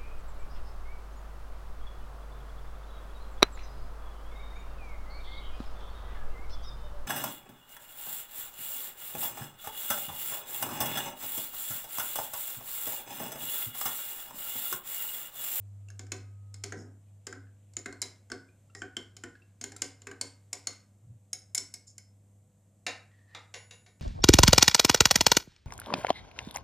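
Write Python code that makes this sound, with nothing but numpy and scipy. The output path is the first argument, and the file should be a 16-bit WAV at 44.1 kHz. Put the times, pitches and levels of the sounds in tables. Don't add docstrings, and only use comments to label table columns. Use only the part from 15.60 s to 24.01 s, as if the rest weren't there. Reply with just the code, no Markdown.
import sys
import numpy as np
from scipy import signal
from scipy.fft import rfft, irfft
from scipy.io import wavfile
from scipy.ndimage import map_coordinates

SR = 44100
rng = np.random.default_rng(int(sys.argv[2]) if len(sys.argv) > 2 else 0)


def log_audio(samples):
    frames = np.atleast_2d(samples).T
    limited = np.clip(frames, -1, 1)
    pcm = np.round(limited * 32767).astype(np.int16)
    wavfile.write(sys.argv[1], SR, pcm)


N = 370881
TIME = np.arange(N) / SR
AGE = TIME[:SR // 2]

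# frequency in Hz, relative level in dB, t60 in seconds.
GLASS_MODES = [(273, -2.5, 0.081), (385, -3, 0.1), (745.6, -13, 0.1), (1516, -1.5, 0.027),
               (1612, -3, 0.026), (2098, 1, 0.024), (2215, -1, 0.036), (2560, 4, 0.011), (3030, 6, 0.016),
               (3810, -5.5, 0.038), (4250, 1.5, 0.022), (4450, 4.5, 0.0093), (5140, -4, 0.026),
               (5465, -7.5, 0.019), (6280, -5, 0.021), (6720, 3.5, 0.017), (7054, 3, 0.012),
               (7350, 4, 0.013), (7770, -3, 0.0071), (8390, -2, 0.013), (9090, -2.5, 0.015),
               (9920, 1, 0.015), (10550, -5, 0.018), (12200, -10.5, 0.013), (12300, -18, 0.0091)]
FAMILY_EDGES_HZ = [1000, 1850, 2400, 4800, 9000]


def undb(db):
    return 10 ** (np.asarray(db) / 20)


def unit(x):
    return x / np.sqrt(np.sum(x ** 2) + 1e-18)


def blend(a, b, share):
    return unit(np.sqrt(1 - share) * unit(a) + np.sqrt(share) * unit(b))


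def fade(t60):
    return np.exp(-np.log(1000) * AGE / t60)


def touch(rise_s):
    return 1 - np.exp(-(AGE / rise_s) ** 2)


def swell(s, width_s):
    return np.exp(-((TIME - s) / width_s) ** 2)


def walk(rate, size):
    knots = rng.standard_normal(int(size / SR * rate) + 4)
    return map_coordinates(knots, [np.arange(size) / SR * rate + 1], order=3, mode="nearest")


def band(x, lo_hz, hi_hz, order=2):
    edges = [lo_hz, min(hi_hz, SR / 2 - 1)]
    return signal.sosfilt(signal.butter(order, edges, "band", fs=SR, output="sos"), x)


def ring(hz, t60, bend=0):
    phase = 2 * np.pi * np.cumsum(hz * (1 + bend + 0 * AGE)) / SR
    return unit(np.sin(phase + rng.uniform(0, 2 * np.pi)) * fade(t60))


def crack(lo_hz, hi_hz, t60):
    return unit(band(rng.standard_normal(len(AGE)) * fade(t60), lo_hz, hi_hz))


def add(track, s, sound):
    i = max(int(s * SR), 0)
    track[i:i + len(sound)] += sound[:max(N - i, 0)]


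def stirring(lift_s=5.4):
    # start in seconds, strength in dB before the common gain,
    # depth from 0 at the rim to 1 at the bottom, favoured ring in dB relative to the strength,
    # favoured ring in Hz, bright ring in Hz.
    clinks = [(0.285, -59.5, 0.63, 0.5, 2720, 7200), (0.3016, -55.5, .4, -1, 1600, 6400),
              (0.3924, -42, 0.72, -18, 5270, 6780), (0.4668, -57, 0.79, -17, 5070, 7000),
              (0.5184, -32.5, 0.68, -13, 2510, 6850), (0.941, -49, 0.49, -8, 5240, 7700),
              (1.0372, -35.5, 0.62, -19, 2170, 6920), (1.122, -37.5, 0.92, -26, 2820, 6500),
              (1.6677, -37.5, 0.73, -13, 5120, 7150), (1.7259, -41, 0.94, -20, 5110, 7000),
              (2.135, -61, 0.29, -26, 4670, 7700), (2.1666, -38.5, 0.62, 3, 6810, 6820),
              (2.2583, -35.5, 0.91, -8, 2110, 6900), (2.325, -45.5, 0.89, -10, 4270, 7500),
              (2.4169, -31.5, 0.19, -7, 5120, 7320), (2.424, -37, 0.56, -3, 3960, 7060),
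              (2.6999, -46.5, 0.87, -17, 3210, 6600), (2.7167, -34, 0.87, -14.5, 4370, 5260),
              (3.149, -45.5, 0.77, -7.5, 4900, 7320), (3.2182, -38, 0.99, -12.5, 3080, 7500),
              (3.3669, -35.5, 0.77, 1.5, 3170, 7330), (3.566, -49, 0.54, -11, 3040, 6840),
              (3.6362, -37.5, 0.89, -12.5, 2990, 7050), (4.012, -41, 0.61, -16, 4500, 6570),
              (4.0391, -35.5, 0.56, -11, 1520, 6980), (4.1189, -46, 0.78, -15, 5300, 7270),
              (4.1631, -46, 0.21, -21.5, 3940, 7540), (4.2186, -28.5, 0.47, -18, 2880, 7066),
              (4.418, -53, .62, -13.5, 2860, 7100), (4.469, -39, 0.88, -12, 2560, 7120),
              (4.5128, -44, 0.91, -15, 2840, 7140), (4.6115, -31, 0.45, -4.5, 4420, 8330),
              (4.9291, -33, 0.38, -8.5, 5300, 7050), (5.0703, -30.5, 0.32, -7.5, 4370, 6550),
              (5.7305, -32.5, 0.17, -8.5, 5260, 6520), (5.9475, -29, 0, -19.5, 3950, 7160),
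              (5.9515, -36, 0, -14.5, 2180, 7500), (5.9776, -29.5, 0.35, -4, 5500, 7740),
              (6.139, -40.5, 0.32, -24, 4870, 7960), (6.3804, -46, 0.25, -20, 2040, 7310)]
    out = np.zeros(N)
    for s, *blow in clinks:
        add(out, s, undb(26) * clink(*blow, swirl=float(s < lift_s)))
    return out


def clink(strength_db, depth, ring_db, ring_hz, clink_hz, swirl):
    answers = {"knock": (-34.5, -6, -0.65), "wall": (-26.5, -15.5, 0), "rim": (-16, -13, -13.5),
               "middle": (-23.5, -11, -23.5), "bright": (0, 0, -10), "top": (-4.5, -16, -42)}
    waist = 0.6
    knock_db, wall_db, rim_db, middle_db, clink_db, top_db = (
        strength_db + np.interp(depth, [0, waist, 1], answer) for answer in answers.values())

    scatter_db, detune = 2.0, 0.008
    slosh = swirl * 0.02 * walk(24, len(AGE))
    families = np.zeros((len(FAMILY_EDGES_HZ) + 1, len(AGE)))
    for hz, db, t60 in GLASS_MODES:
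        bend = detune * rng.standard_normal() + slosh * min(2.5, (1500 / hz) ** 2)
        level = undb(db + scatter_db * rng.standard_normal())
        families[np.searchsorted(FAMILY_EDGES_HZ, hz)] += level * ring(hz, t60, bend)
    knock, wall, rim, middle, bright, top = families

    chatter = 0.012 * walk(460, len(AGE))
    favoured = ring(ring_hz, 0.022, 0.025 * walk(500, len(AGE)))
    knock = blend(knock, crack(260, 490, 0.11), 0.16)
    wall = blend(wall, crack(1240, 2000, 0.04), 0.31)
    middle = blend(middle, crack(2300, 5100, 0.056), 0.5)
    bright = blend(bright, crack(4500, 8200, 0.024), 0.33)
    bright = blend(bright, ring(clink_hz, 0.021, chatter), 0.37)
    top = blend(top, crack(7100, 11200, 0.016), 0.33)

    attack = touch(0.0012)
    parts = [(wall, wall_db - 0.5), (rim, rim_db - 3), (middle, middle_db),
             (favoured, strength_db + ring_db), (bright, clink_db), (top, top_db)]
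    out = sum(undb(db) * unit(part * attack) for part, db in parts)
    out += undb(knock_db - 4.5) * unit(knock * touch(0.0037))
    out += undb(strength_db - 26.5 + 9 * swirl) * unit(crack(500, 1500, 0.029) * attack)
    out += undb(knock_db - 16.5) * unit(crack(30, 190, 0.39) * touch(0.01))
    grit = crack(1500, 6900, 0.3) * undb(4.2 * walk(300, len(AGE))) * touch(0.015)
    out += swirl * undb(clink_db - 21) * unit(grit)
    song = undb(wall_db - 8) * ring(1545, 0.0322 + 0.161 * swirl, 1.5 * slosh)
    song += undb(rim_db - 7.5) * ring(2200 - 85 * swirl, 0.22, slosh / 3)
    bright_bend = detune / 2 * rng.standard_normal() + 0.3 * chatter
    song += undb(clink_db - 15 - 10 * swirl) * ring(5220, 0.35, bright_bend)
    return out + song * attack


def skids(grit_db=5):
    # start in seconds, length in seconds, level in dB.
    drags = [(1.168, 0.079, -62), (2.181, .015, -52.5), (2.432, 0.0087, -50), (3.157, 0.064, -59),
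             (4.022, .012, -59.5), (4.216, 0.0085, -54), (5.967, 0.029, -39), (6.14, 0.016, -49),
             (6.267, 0.042, -55.5)]
    out = np.zeros(N)
    for s, length_s, db in drags:
        slips = rng.standard_normal(len(AGE)) * undb(grit_db * walk(870, len(AGE)))
        slips *= np.exp(-(AGE / length_s) ** 2) * touch(0.0013)
        body = sum(undb(mode_db) * ring(hz, t60) for hz, mode_db, t60 in GLASS_MODES
                   if hz > FAMILY_EDGES_HZ[3])
        rub = band(signal.fftconvolve(slips, body), 5000, 5900, order=1)
        add(out, s, undb(db) * np.sqrt(length_s * SR) * unit(rub))
    return out


def drink(scuff_db=7, stop_s=4.3):
    # start in seconds, level in dB before the common gain, starting pitch in Hz.
    bubbles = [(1.868, -64, 1680), (2.887, -61, 2370), (3.097, -62.5, 1320), (3.101, -66, 2700),
               (3.149, -45, 1850), (3.752, -50.5, 1616), (3.819, -58.5, 2630), (4.162, -51.5, 1340),
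               (4.189, -61, 2420)]
    out = np.zeros(N)
    for s, db, hz in bubbles:
        rise = 0.12 * (1 - fade(0.22))
        bubble = ring(hz, 0.05, rise) + undb(-12.5) * crack(1200, 4500, 0.044)
        add(out, s, undb(db + 22.5) * bubble * touch(0.0014))
    wash_share = np.interp(TIME, [0, 1.5, 4.6, 5.3], [0.54, 0.36, 0.62, 0.35])
    wash = band(rng.standard_normal(N), 250, 2800, order=1) * undb(-68.5 + 0.82 * walk(6.3, N))
    gulp = undb(-33) * swell(1.201, 0.094) * band(rng.standard_normal(N), 154, 352)
    scuff_level = undb(-81.5 + scuff_db * np.tanh(walk(14, N)) + 3 * walk(250, N))
    scuff = scuff_level * band(rng.standard_normal(N), 2200, 3400)
    return out + wash_share * wash + gulp + scuff * (TIME < stop_s)


def putting_down(bounce_s=0.0028, bounce_db=-2, detune=0.015):
    landings = [(7.265, -23, -27, -67), (7.748, -32, -44.5, -73), (7.94, -32.5, -35.5, -53),
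                (8.109, -40.5, -45, -60), (8.262, -48.5, -55.5, -74), (8.396, -59, -63, -88.5)]
    # mode frequency in Hz, relative level in dB, t60 in seconds.
    rest_modes = [(570, -8.5, 0.01), (1688, 0.5, 0.041), (2190, -3.5, 0.029), (2304, 1.5, 0.024),
                  (2733, 7, 0.029), (3440, -9, 0.027), (3823, 8, 0.036), (4990, 0.5, 0.012),
                  (5610, 1, 0.013), (6160, 2, 0.011), (6870, 3.5, 0.042), (8200, -6, 0.01),
                  (9300, -19, 0.0084)]
    # middle in seconds, half length in seconds, level in dB.
    slides = [(7.573, 0.083, -62.5), (7.735, 0.038, -46.5)]
    out = np.zeros(N)
    for s, db, treble_db, ring_db in landings:
        for lag, blow_db in [(0, 0), (bounce_s, bounce_db)]:
            body = undb(db - 7) * crack(1490, 3400, 0.025) + undb(db - 17) * crack(360, 1020, 0.019)
            body += undb(treble_db - 2.5) * crack(3430, 7400, 0.014)
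            for hz, mode_db, t60 in rest_modes:
                drive_db = db - 20.5 if hz < FAMILY_EDGES_HZ[3] else treble_db - 13
                body += undb(drive_db + mode_db) * ring(hz, t60, detune * rng.standard_normal())
            add(out, s + lag, undb(19.5 + blow_db) * body * touch(0.00087))
        free_ring = ring(10800, 0.62) + undb(4.5) * ring(6900, 0.55)
        add(out, s, undb(ring_db + 21) * free_ring * touch(0.0011))
    chatter = rng.standard_normal(N) * undb(5.5 * walk(120, N))
    scrape = band(chatter, 1700, 1960) + undb(-14.5) * band(chatter, 800, 3800)
    return out + scrape * sum(undb(db) * swell(s, width_s) for s, width_s, db in slides)


def bump(s=5.51, width_s=0.06, db=-47):
    thud = np.sin(2 * np.pi * 116 * TIME) + 5 * band(rng.standard_normal(N), 81, 155)
    return undb(db) * swell(s, width_s) * thud


def room_response(first_s=0.0067, side_db=-17):
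    # frequency in Hz, t60 in seconds, reverberant level in dB.
    room_bands = [(150, 0.77, -5), (380, 0.32, 2), (550, 0.37, 3.5), (1010, 0.38, -0.5), (1700, 0.44, -5),
                  (3150, 0.29, -7.5), (4550, 0.31, -7), (7300, 0.28, -10.5), (9900, 0.32, -11.5),
                  (14000, 0.17, -12)]
    hz, t60, db = np.transpose(room_bands)
    grain = rng.standard_normal((2, len(AGE))) * np.exp(0.91 * rng.standard_normal(len(AGE)) * fade(0.077))
    spectrum = rfft(grain)
    log_hz = np.log(np.fft.rfftfreq(len(AGE), 1 / SR) + 1)
    tail = 0
    for share, decay, level_db in zip(np.eye(len(hz)), t60, db):
        shape = fade(decay) * touch(first_s)
        part = irfft(spectrum * np.interp(log_hz, np.log(hz), share), len(AGE))
        tail = tail + undb(level_db) * part * shape / np.linalg.norm(grain[0] * shape)
    return tail[0] + undb(side_db) * np.outer([1, -1], tail[1])


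def hum(waver_db=1.88):
    # time in seconds, RMS level in dB.
    hum_levels = [(0, -46), (1.17, -47), (1.42, -55), (2.25, -55.5), (2.6, -57.5), (3.95, -61),
                  (4.22, -54.5), (4.97, -62.5), (5.75, -61.5), (6.55, -61.5), (7.1, -64), (7.32, -60),
                  (8.41, -62.5)]
    # multiple of the hum frequency, RMS level in dB.
    overtone_levels = [(2, -76), (3, -87.5), (5, -85)]
    loud = np.interp(TIME, [0, 1.2, 1.4], [1, 1, 0])
    level = undb(np.interp(TIME, *np.transpose(hum_levels)) + waver_db * (1 - loud) * walk(9, N))
    phase = 2 * np.pi * 100 * TIME + 0.06 * walk(3, N)
    overtones = sum(undb(db + 2 * walk(3.6, N)) * np.sin(k * phase) for k, db in overtone_levels)
    whine_share = np.interp(TIME, [0, 0.8, 1.2, 1.4], [0.072, 0.77, 0.81, 0.037])
    whine = undb(-73.5 + 2 * walk(12, N)) * whine_share * np.sin(2 * np.pi * 1262 * TIME)
    return np.sqrt(2) * (level * np.sin(phase) + overtones) + whine


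def air(level_db=-74.5):
    # frequency in Hz, relative level in dB per Hz.
    air_colour = [(60, -1.5), (160, 0.5), (250, -11.5), (400, -8.5), (630, -2.5), (1000, -16), (2000, -34),
                  (3200, -27.5), (4800, -34.5), (6300, -17.5), (7800, -11), (10000, -23), (14500, -26)]
    hz, db = np.transpose(air_colour)
    bins = np.fft.rfftfreq(N, 1 / SR) + 1
    colour = undb(np.interp(np.log(bins), np.log(hz), db))
    width = undb(np.interp(bins, [1000, 7000], [-13, -4]))
    mid = irfft(rfft(rng.standard_normal(N)) * colour, N)
    side = irfft(rfft(rng.standard_normal(N)) * colour * width, N)
    both = (mid + np.outer([1, -1], side)) / mid.std()
    rumble = undb(-48.5) * band(rng.standard_normal(N), 67, 210)
    return undb(level_db + 0.7 * walk(3.3, N)) * both + rumble


def scene():
    near = stirring() + skids() + drink()
    far = putting_down()
    room = signal.fftconvolve((near + undb(7) * far)[None], room_response(), axes=1)[:, :N]
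    return near + far + room + bump() + hum() + air()


def record(dry, skew=0.1, top_hz=14300):
    side = skew * np.gradient(dry.mean(axis=0))
    top_cut = signal.ellip(8, 0.2, 70, top_hz, fs=SR, output="sos")
    return signal.sosfilt(top_cut, dry + np.outer([1, -1], side))


dry = scene()
out = record(dry)
log_audio(out)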